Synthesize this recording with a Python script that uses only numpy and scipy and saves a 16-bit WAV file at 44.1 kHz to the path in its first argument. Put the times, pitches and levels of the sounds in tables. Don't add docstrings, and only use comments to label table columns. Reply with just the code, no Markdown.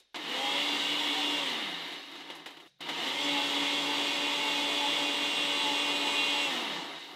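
import sys
import numpy as np
from scipy import signal
from scipy.fft import rfft, irfft
from scipy.io import wavfile
from scipy.ndimage import uniform_filter1d

SR = 44100
rng = np.random.default_rng(int(sys.argv[2]) if len(sys.argv) > 2 else 0)


def how_loud(loudness_db):
    steps = np.asarray(loudness_db, float) / 20
    return 10 ** steps


def generate_wav(signal):
    frames = np.transpose(np.atleast_2d(signal))
    scaled = np.clip(frames, -1, 1) * 32767
    pcm = np.round(scaled).astype(np.int16)
    wavfile.write(sys.argv[1], SR, pcm)


N = 315315
T = np.arange(N) / SR
HZ = np.fft.rfftfreq(N, 1 / SR)

FULL_HZ, TOP_HZ = 289, 15760
COAST_S, FRICTION_HZ = 0.97, 75
FULL_CHURN_DB = -35
COAST_RING = 1.1
HUSH_DB, TAIL_S, HUSH_TREBLE_DB, RUMBLE_DB = -75, 0.035, -24.5, -89

# start in seconds, end in seconds.
RUNS_S = [
    (.1435, 2.678),
    (2.8045, 7.2),
]
# time in seconds, speed in Hz.
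POWERED_HZ = [
    [(.144, 5), (.2, 170), (.3, 246), (.4, 267), (.5, 278), (.65, 291), (1, 294), (1.392, 292)],
    [(2.806, 5), (2.87, 170), (3, 243), (3.2, 285), (3.27, 289), (3.4, 285), (3.9, 288), (4.8, 289.5),
     (6.45, 288.5)],
]
# time in seconds, level in dB.
CHURN_DB = [
    [(.15, -47), (.47, -33.5), (1.38, -35), (1.93, -47), (2.2, -50), (2.35, -51.5), (2.43, -56), (2.5, -57),
     (2.67, -62)],
    [(2.81, -45.5), (2.91, -41.5), (3.06, -38), (3.3, -34.5), (4.3, -35), (5.3, -35.5), (6.44, -35.5),
     (6.9, -47), (7.15, -50.5)],
]
ROAR_EDGES_HZ = [1500, 4400, 8800]
# level in dB at full churn, gain in dB per dB of weaker churn,
# growth in dB per second as ice gets finer, change in dB once the blade slows.
ROAR_SHARES = [
    (-5, 0.29, 0.32, -0.05),
    (-0.1, 0.0617, 0.13, -0.4),
    (-11, 0.26, .5, -3.5),
    (-23, 0.26, .1, -3.5),
]
# frequency in Hz, level in dB per Hz.
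FAST_COLOUR = [(53, -72), (90, -32.5), (290, -3.5), (338, -4.5), (515, -4), (578, -7.5), (649, -6),
               (865, 0), (1630, -15), (2010, -2.5), (2340, -5.5), (3370, 1), (4330, -12), (8800, -17),
               (11400, -50), (19400, -120)]
# frequency in Hz, level in dB per Hz.
SLOW_COLOUR = [(53, -86), (90, -50), (169, -22.5), (307, 0.5), (386, -5), (409, -9.5), (771, -4.5),
               (1480, -12), (2050, -5.5), (2390, -9), (3120, -4), (5240, -19.5), (8800, -29.5),
               (11400, -65), (19400, -120)]
# frequency in Hz, level in dB per Hz.
AIR_COLOUR = [(4710, -30), (8000, -24), (8720, -32), (8950, -9.5), (11200, -9), (14100, -11),
              (15600, -15.5)]
# frequency in Hz, width in Hz, lift in dB.
BODY_MODES = [(162.3, 24, 9.5), (290, 49, 0), (738, 38, 3), (890, 55, 1.5), (2066, 31, 3.5), (2044, 42, 2),
              (2930, 124, 3.5), (3370, 63, 0.5), (3750, 150, 4.5), (3990, 25, 5), (4540, 18, -0.5),
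              (8820, 290, -5), (10500, 320, 5)]
# first pulse level in dB, second pulse level in dB,
# loss in dB per Hz under full speed powered, the same coasting.
UNBALANCE = [(-44.5, -44.5, .25, .11), (-55, -47.5, .2, .25), (-62, -48, .3, .1)]
# flutter in dB, wander in Hz per order.
WOBBLE = [(1.0, .6), (1.2, .6), (4.5, 2.5)]
# time in seconds, length in seconds, level in dB.
JOLTS = [
    [(1.3, 0.18, -55), (3.3, 0.12, -47), (3.65, 0.45, -47.5)],
    [(.38, 0.2, -48.5), (.57, 0.099, -46), (1.42, 0.13, -49), (3.29, 0.028, -45)],
    [(.45, 0.16, -39), (3.0, 0.1, -52), (4.45, 0.41, -45), (4.85, 0.065, -36.5), (5.8, 0.3, -48.5),
     (6.06, 0.055, -40), (6.36, 0.072, -44.5)],
]
TONE_ORDERS = [1.505, 2.42, 5.3, 7.58, 8.585, 9.585, 10.19, 11.24, 11.87, 13.01, 13.8, 16.2, 24.1, 27.5]
# first pulse level in dB, level in dB at 4 s, growth in dB per second.
TONE_LEVELS = [(-55, -52, -.5), (-58, -61.5, -.4), (-54.5, -55.5, -1), (-50, -47, -1), (-56, -47.5, 2),
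               (-41.5, -44.5, 3), (-47, -49, 1.5), (-47, -44, 1), (-43, -43.5, 1), (-48, -54, 2),
               (-50, -48.5, 2.7), (-62.5, -53, -2), (-82, -77, 3), (-80, -69, 5.5)]
FAINT_ORDERS = [1.505, 13.8]
FAN_ORDERS = [7.58, 11.87]
# start in seconds, end in seconds, pitch in Hz, level in dB.
SQUEALS = [
    (0.58, 0.88, 4720, -49),
    (1.2, 1.4, 5330, -53),
    (1.15, 1.22, 770, -41.5),
    (3.3, 3.43, 3940, -43),
    (4.3, 6.3, 8446, -60),
    (5.15, 5.85, 8450, -58),
]
# shaft order, level in dB.
BARS = [(48, -72), (72, -75), (96, -78), (120, -81), (144, -83), (168, -86), (192, -88)]
# time in seconds, peak in dB, treble in dB, T60 in seconds.
KNOCKS = [(0.141, -20.5, -34, 0.24), (0.157, -21, -21, 0.099), (1.918, -25.5, -25, 0.43),
          (2.114, -35, -16, 0.15), (2.154, -28.5, -26, 0.18), (2.204, -27, -26, 0.11),
          (2.3, -22, -24, 0.14), (2.35, -31.5, -13, 0.23), (2.396, -35, -33, 0.22), (2.459, -21, -21, 0.19),
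          (2.505, -37, -16, 0.18), (2.539, -51, -12, 0.15), (2.569, -29.5, -27, 0.11),
          (2.6, -35.5, -19, 0.3), (2.659, -46, -19, 0.15), (2.807, -23.5, -18, 0.086),
          (2.887, -16, -25, 0.23)]
# time in seconds, peak in dB, pitch in Hz, length in seconds.
TICKS = [
    (0.083, -85, 10500, 0.017),
    (0.13, -78, 11600, .012),
    (2.785, -78, 11700, .008),
    (2.793, -58, 900, 0.011),
    (2.796, -62, 2200, .009),
    (2.797, -61, 3700, 0.0075),
]
# frequency in Hz, level in dB per Hz.
HUSH_COLOUR = [(24, -27), (40, 1), (75, -7), (139, -23), (205, -15), (516, -10), (1240, -18), (1740, -12),
               (2340, -11), (3710, -7.5), (13500, -30)]
# start in seconds, level in dB over the hush.
STOPS = [
    (0, 17),
    (2.678, 14),
]


def noise():
    return rng.standard_normal(N)


def unit(x):
    return x / np.sqrt(np.mean(x ** 2))


def curve(tables):
    table = np.array(sum(tables, []))
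    return np.interp(T, table[:, 0], table[:, 1])


def inside(start_s, end_s):
    return np.clip(np.minimum(T - start_s, end_s - T) * 1000, 0, 1)


def colour_db(points):
    points = np.array(points)
    return np.interp(np.log(HZ + 1), np.log(points[:, 0]), points[:, 1])


def band_gain(lo_hz, hi_hz):
    return 1 / np.sqrt((1 + (lo_hz / (HZ + 1)) ** 16) * (1 + (HZ / hi_hz) ** 16))


def band(x, lo_hz, hi_hz):
    return irfft(rfft(x) * band_gain(lo_hz, hi_hz), N)


def walk(rate_hz):
    held = np.repeat(rng.standard_normal(int(rate_hz * N / SR) + 2), 8)
    slewed = unit(uniform_filter1d(uniform_filter1d(held, size=8), size=8))
    return np.interp(T * rate_hz * 8, np.arange(len(held)), slewed)


def tone(order, speed_hz, turn, blur_hz):
    drift = np.cumsum(blur_hz * order * walk(40)) * 2 * np.pi / SR
    return np.sqrt(2) * np.sin(order * turn + drift) * (order * speed_hz < .45 * SR)


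def shaft_speed():
    speed_hz = curve(POWERED_HZ)
    for pulse, (_, stop_s) in zip(POWERED_HZ, RUNS_S):
        off_s, top_hz = pulse[-1]
        coast_hz = (top_hz + FRICTION_HZ) * np.exp((off_s - T) / COAST_S) - FRICTION_HZ
        unpowered = (T > off_s) & (T < stop_s + .12)
        speed_hz = np.where(unpowered, np.maximum(coast_hz, 5), speed_hz)
    return speed_hz


def body_db():
    return sum(db / (1 + (2 * (HZ - hz) / width_hz) ** 2) for hz, width_hz, db in BODY_MODES)


def kitchen():
    step = int(18 / HZ[1])
    ripple = uniform_filter1d(np.repeat(rng.standard_normal(len(HZ) // step + 1), step), step)
    return how_loud(2.2 * unit(ripple[:len(HZ)]))


def roar(speed_hz, turn):
    chips = (rng.random(N) < 1500 / SR) * noise() * how_loud(1.66 * rng.exponential(size=N))
    throb = 1 + .09 * np.cos(turn)
    body = body_db()
    drive = rfft(throb * (noise() + .2 * unit(chips))) * how_loud(body) * kitchen()
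    fast = np.clip((speed_hz - 120) / 150, 0, 1)
    slowed = np.clip((FULL_HZ - speed_hz) / 70, 0, 1)
    churn_db = curve(CHURN_DB)
    limits_hz = [1, *ROAR_EDGES_HZ, SR]
    slow_gain = how_loud(colour_db(SLOW_COLOUR) + COAST_RING * body)
    fast_gain = how_loud(colour_db(FAST_COLOUR))
    air_gain = how_loud(colour_db(AIR_COLOUR))
    gains = 3 * [(slow_gain, fast_gain)] + [(air_gain, air_gain)]
    out = np.zeros(N)
    for k, (share_db, weak_gain, finer, slow_db) in enumerate(ROAR_SHARES):
        part = drive * band_gain(limits_hz[k], limits_hz[k + 1])
        slow_part, fast_part = (unit(irfft(part * gain, N)) for gain in gains[k])
        db = churn_db + share_db + weak_gain * (FULL_CHURN_DB - churn_db)
        db = db + finer * (T - 4) + slow_db * slowed
        slosh_db = (0.5 + 1.06 * (1 - fast)) * walk(14)
        out += how_loud(db + slosh_db) * (slow_part * (1 - fast ** 2) ** .5 + fast_part * fast)
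    return out


def swish(speed_hz, turn):
    gusts = unit(band(noise(), 1, 110))
    stall = np.interp(speed_hz, [205, 240, 272, 288], [0, 1, 1, .45])
    return how_loud(curve(CHURN_DB) - 3.5) * stall * gusts * np.sin(11.7 * turn)


def unbalance(speed_hz, turn):
    out = np.zeros(N)
    coasting = np.gradient(speed_hz) < -50 / SR
    rows = zip(UNBALANCE, WOBBLE, JOLTS)
    for k, ((first_db, second_db, loss, coast_loss), (flutter_db, wander_hz), jolts) in enumerate(rows):
        db = np.where(T < RUNS_S[1][0], first_db, second_db)
        db = db - np.where(coasting, coast_loss, loss) * np.maximum(FULL_HZ - speed_hz, 0)
        flare = sum(how_loud(peak_db) * np.exp(-(2 * (T - s) / length_s) ** 2) for s, length_s, peak_db in jolts)
        level = (how_loud(db + flutter_db * walk(20)) + flare) * np.clip((speed_hz - 145) / 50, 0, 1)
        out += level * tone(k + 1, speed_hz, turn, wander_hz)
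    return out


def bearings(speed_hz, turn):
    out = np.zeros(N)
    for order, (first_db, level_db, growth) in zip(TONE_ORDERS, TONE_LEVELS):
        db = np.where(T < RUNS_S[1][0], first_db, level_db + growth * (T - 4))
        db = db + 2.5 * walk(30) + 1.2 * walk(6) - 4 * (order in FAINT_ORDERS)
        steepness = 2 if order in FAN_ORDERS else 16
        rise = np.clip((speed_hz - 225) / 30, 0, 1) * np.minimum(speed_hz / FULL_HZ, 1) ** steepness
        out += how_loud(db) * rise * tone(order, speed_hz, turn, .55)
    return out


def squeals():
    out = np.zeros(N)
    for start_s, end_s, hz, db in SQUEALS:
        swell = np.sin(np.pi * np.clip((T - start_s) / (end_s - start_s), 0, 1)) ** .5
        out += how_loud(db + 2 * walk(25)) * swell * tone(hz, 1, 2 * np.pi * T, 9 / hz)
    return out


def commutator(speed_hz, turn):
    out = np.zeros(N)
    lift_db = body_db()
    coasting = np.gradient(speed_hz) < 0
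    for order, db in BARS:
        hz = order * speed_hz
        ring_db = np.interp(hz, HZ, lift_db) - 150 * np.clip(8600 / hz - 1, 0, 2) - 5 * (hz > 14800)
        heard = coasting | ((order == 48) & (speed_hz > 235))
        out += how_loud(db + ring_db + 2.5 * walk(60)) * heard * tone(order, speed_hz, turn, .9)
    return out


def knocks():
    ring = unit(irfft(rfft(noise()) * how_loud(colour_db(SLOW_COLOUR) + 0.9 * body_db()), N))
    splash = unit(band(noise(), 4600, 13000))
    out, age_s = np.zeros(N + SR), T[:SR // 2]
    for s, db, treble_db, t60_s in KNOCKS:
        at = slice(int(s * SR), int(s * SR) + len(age_s))
        fade = np.minimum(age_s / 0.0018, 1) * how_loud(-60 * age_s / max(t60_s, .02))
        treble = how_loud(treble_db + 5) * splash[at] * how_loud(-60 * age_s / 0.44)
        out[at] += how_loud(db - 17) * fade * (ring[at] + treble)
    return out[:N]


def ticks():
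    out = np.zeros(N)
    for s, db, hz, length_s in TICKS:
        sos = signal.butter(4, [hz - 600, hz + 600], "band", fs=SR, output="sos")
        out += how_loud(db - 6) * inside(s, s + length_s) * unit(signal.sosfilt(sos, noise()))
    return out


def pauses():
    ring = 1 + 1.5 / (1 + ((HZ - 3800) / 120) ** 2)
    hush = irfft(rfft(noise()) * how_loud(colour_db(HUSH_COLOUR)) * ring, N)
    low, high = unit(band(hush, 90, 6500)), unit(band(hush, 8300, 12800))
    tail_db = sum(db * np.exp(-np.abs(T - s) / TAIL_S) * (T >= s) for s, db in STOPS)
    out = how_loud(HUSH_DB + tail_db) * (low + how_loud(HUSH_TREBLE_DB + tail_db) * high)
    hum = how_loud(-79) * (T > 2.66) * unit(band(noise(), 135, 170))
    return out + hum + how_loud(RUMBLE_DB - 2) * unit(band(noise(), 12, 80))


def stray_treble(mono, count):
    side, size = np.zeros(N), 2048
    hz = np.fft.rfftfreq(size, 1 / SR)
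    for when, where in rng.random((count, 2)):
        start = int(when * (N - size))
        at = slice(start, start + size)
        lo_hz = 4200 + 9500 * where ** 1.3
        patch = irfft(rfft(mono[at][::-1]) * ((hz > lo_hz) & (hz < lo_hz + 2000)))
        side[at] += patch * .8 * np.hanning(size) ** .5
    return side


def scene():
    speed_hz = shaft_speed()
    turn = 2 * np.pi * np.cumsum(speed_hz) / SR
    gate = sum(inside(*run) for run in RUNS_S)
    motor = unbalance(speed_hz, turn) + bearings(speed_hz, turn) + squeals() + commutator(speed_hz, turn)
    machine = roar(speed_hz, turn) + swish(speed_hz, turn) + motor + knocks()
    bass_cut = signal.butter(4, 70, "high", fs=SR, output="sos")
    mono = signal.sosfilt(bass_cut, gate * machine) + ticks() + pauses()
    return np.array([mono, mono])


def low_pass(x):
    return signal.sosfilt(signal.butter(12, 15800, fs=SR, output="sos"), x)


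def record(dry):
    side = stray_treble(dry[0], count=26)
    mix = irfft(rfft(dry + np.array([side, -side])) * (HZ < TOP_HZ), N)
    return low_pass(mix)


dry = scene()
out = record(dry)
generate_wav(out)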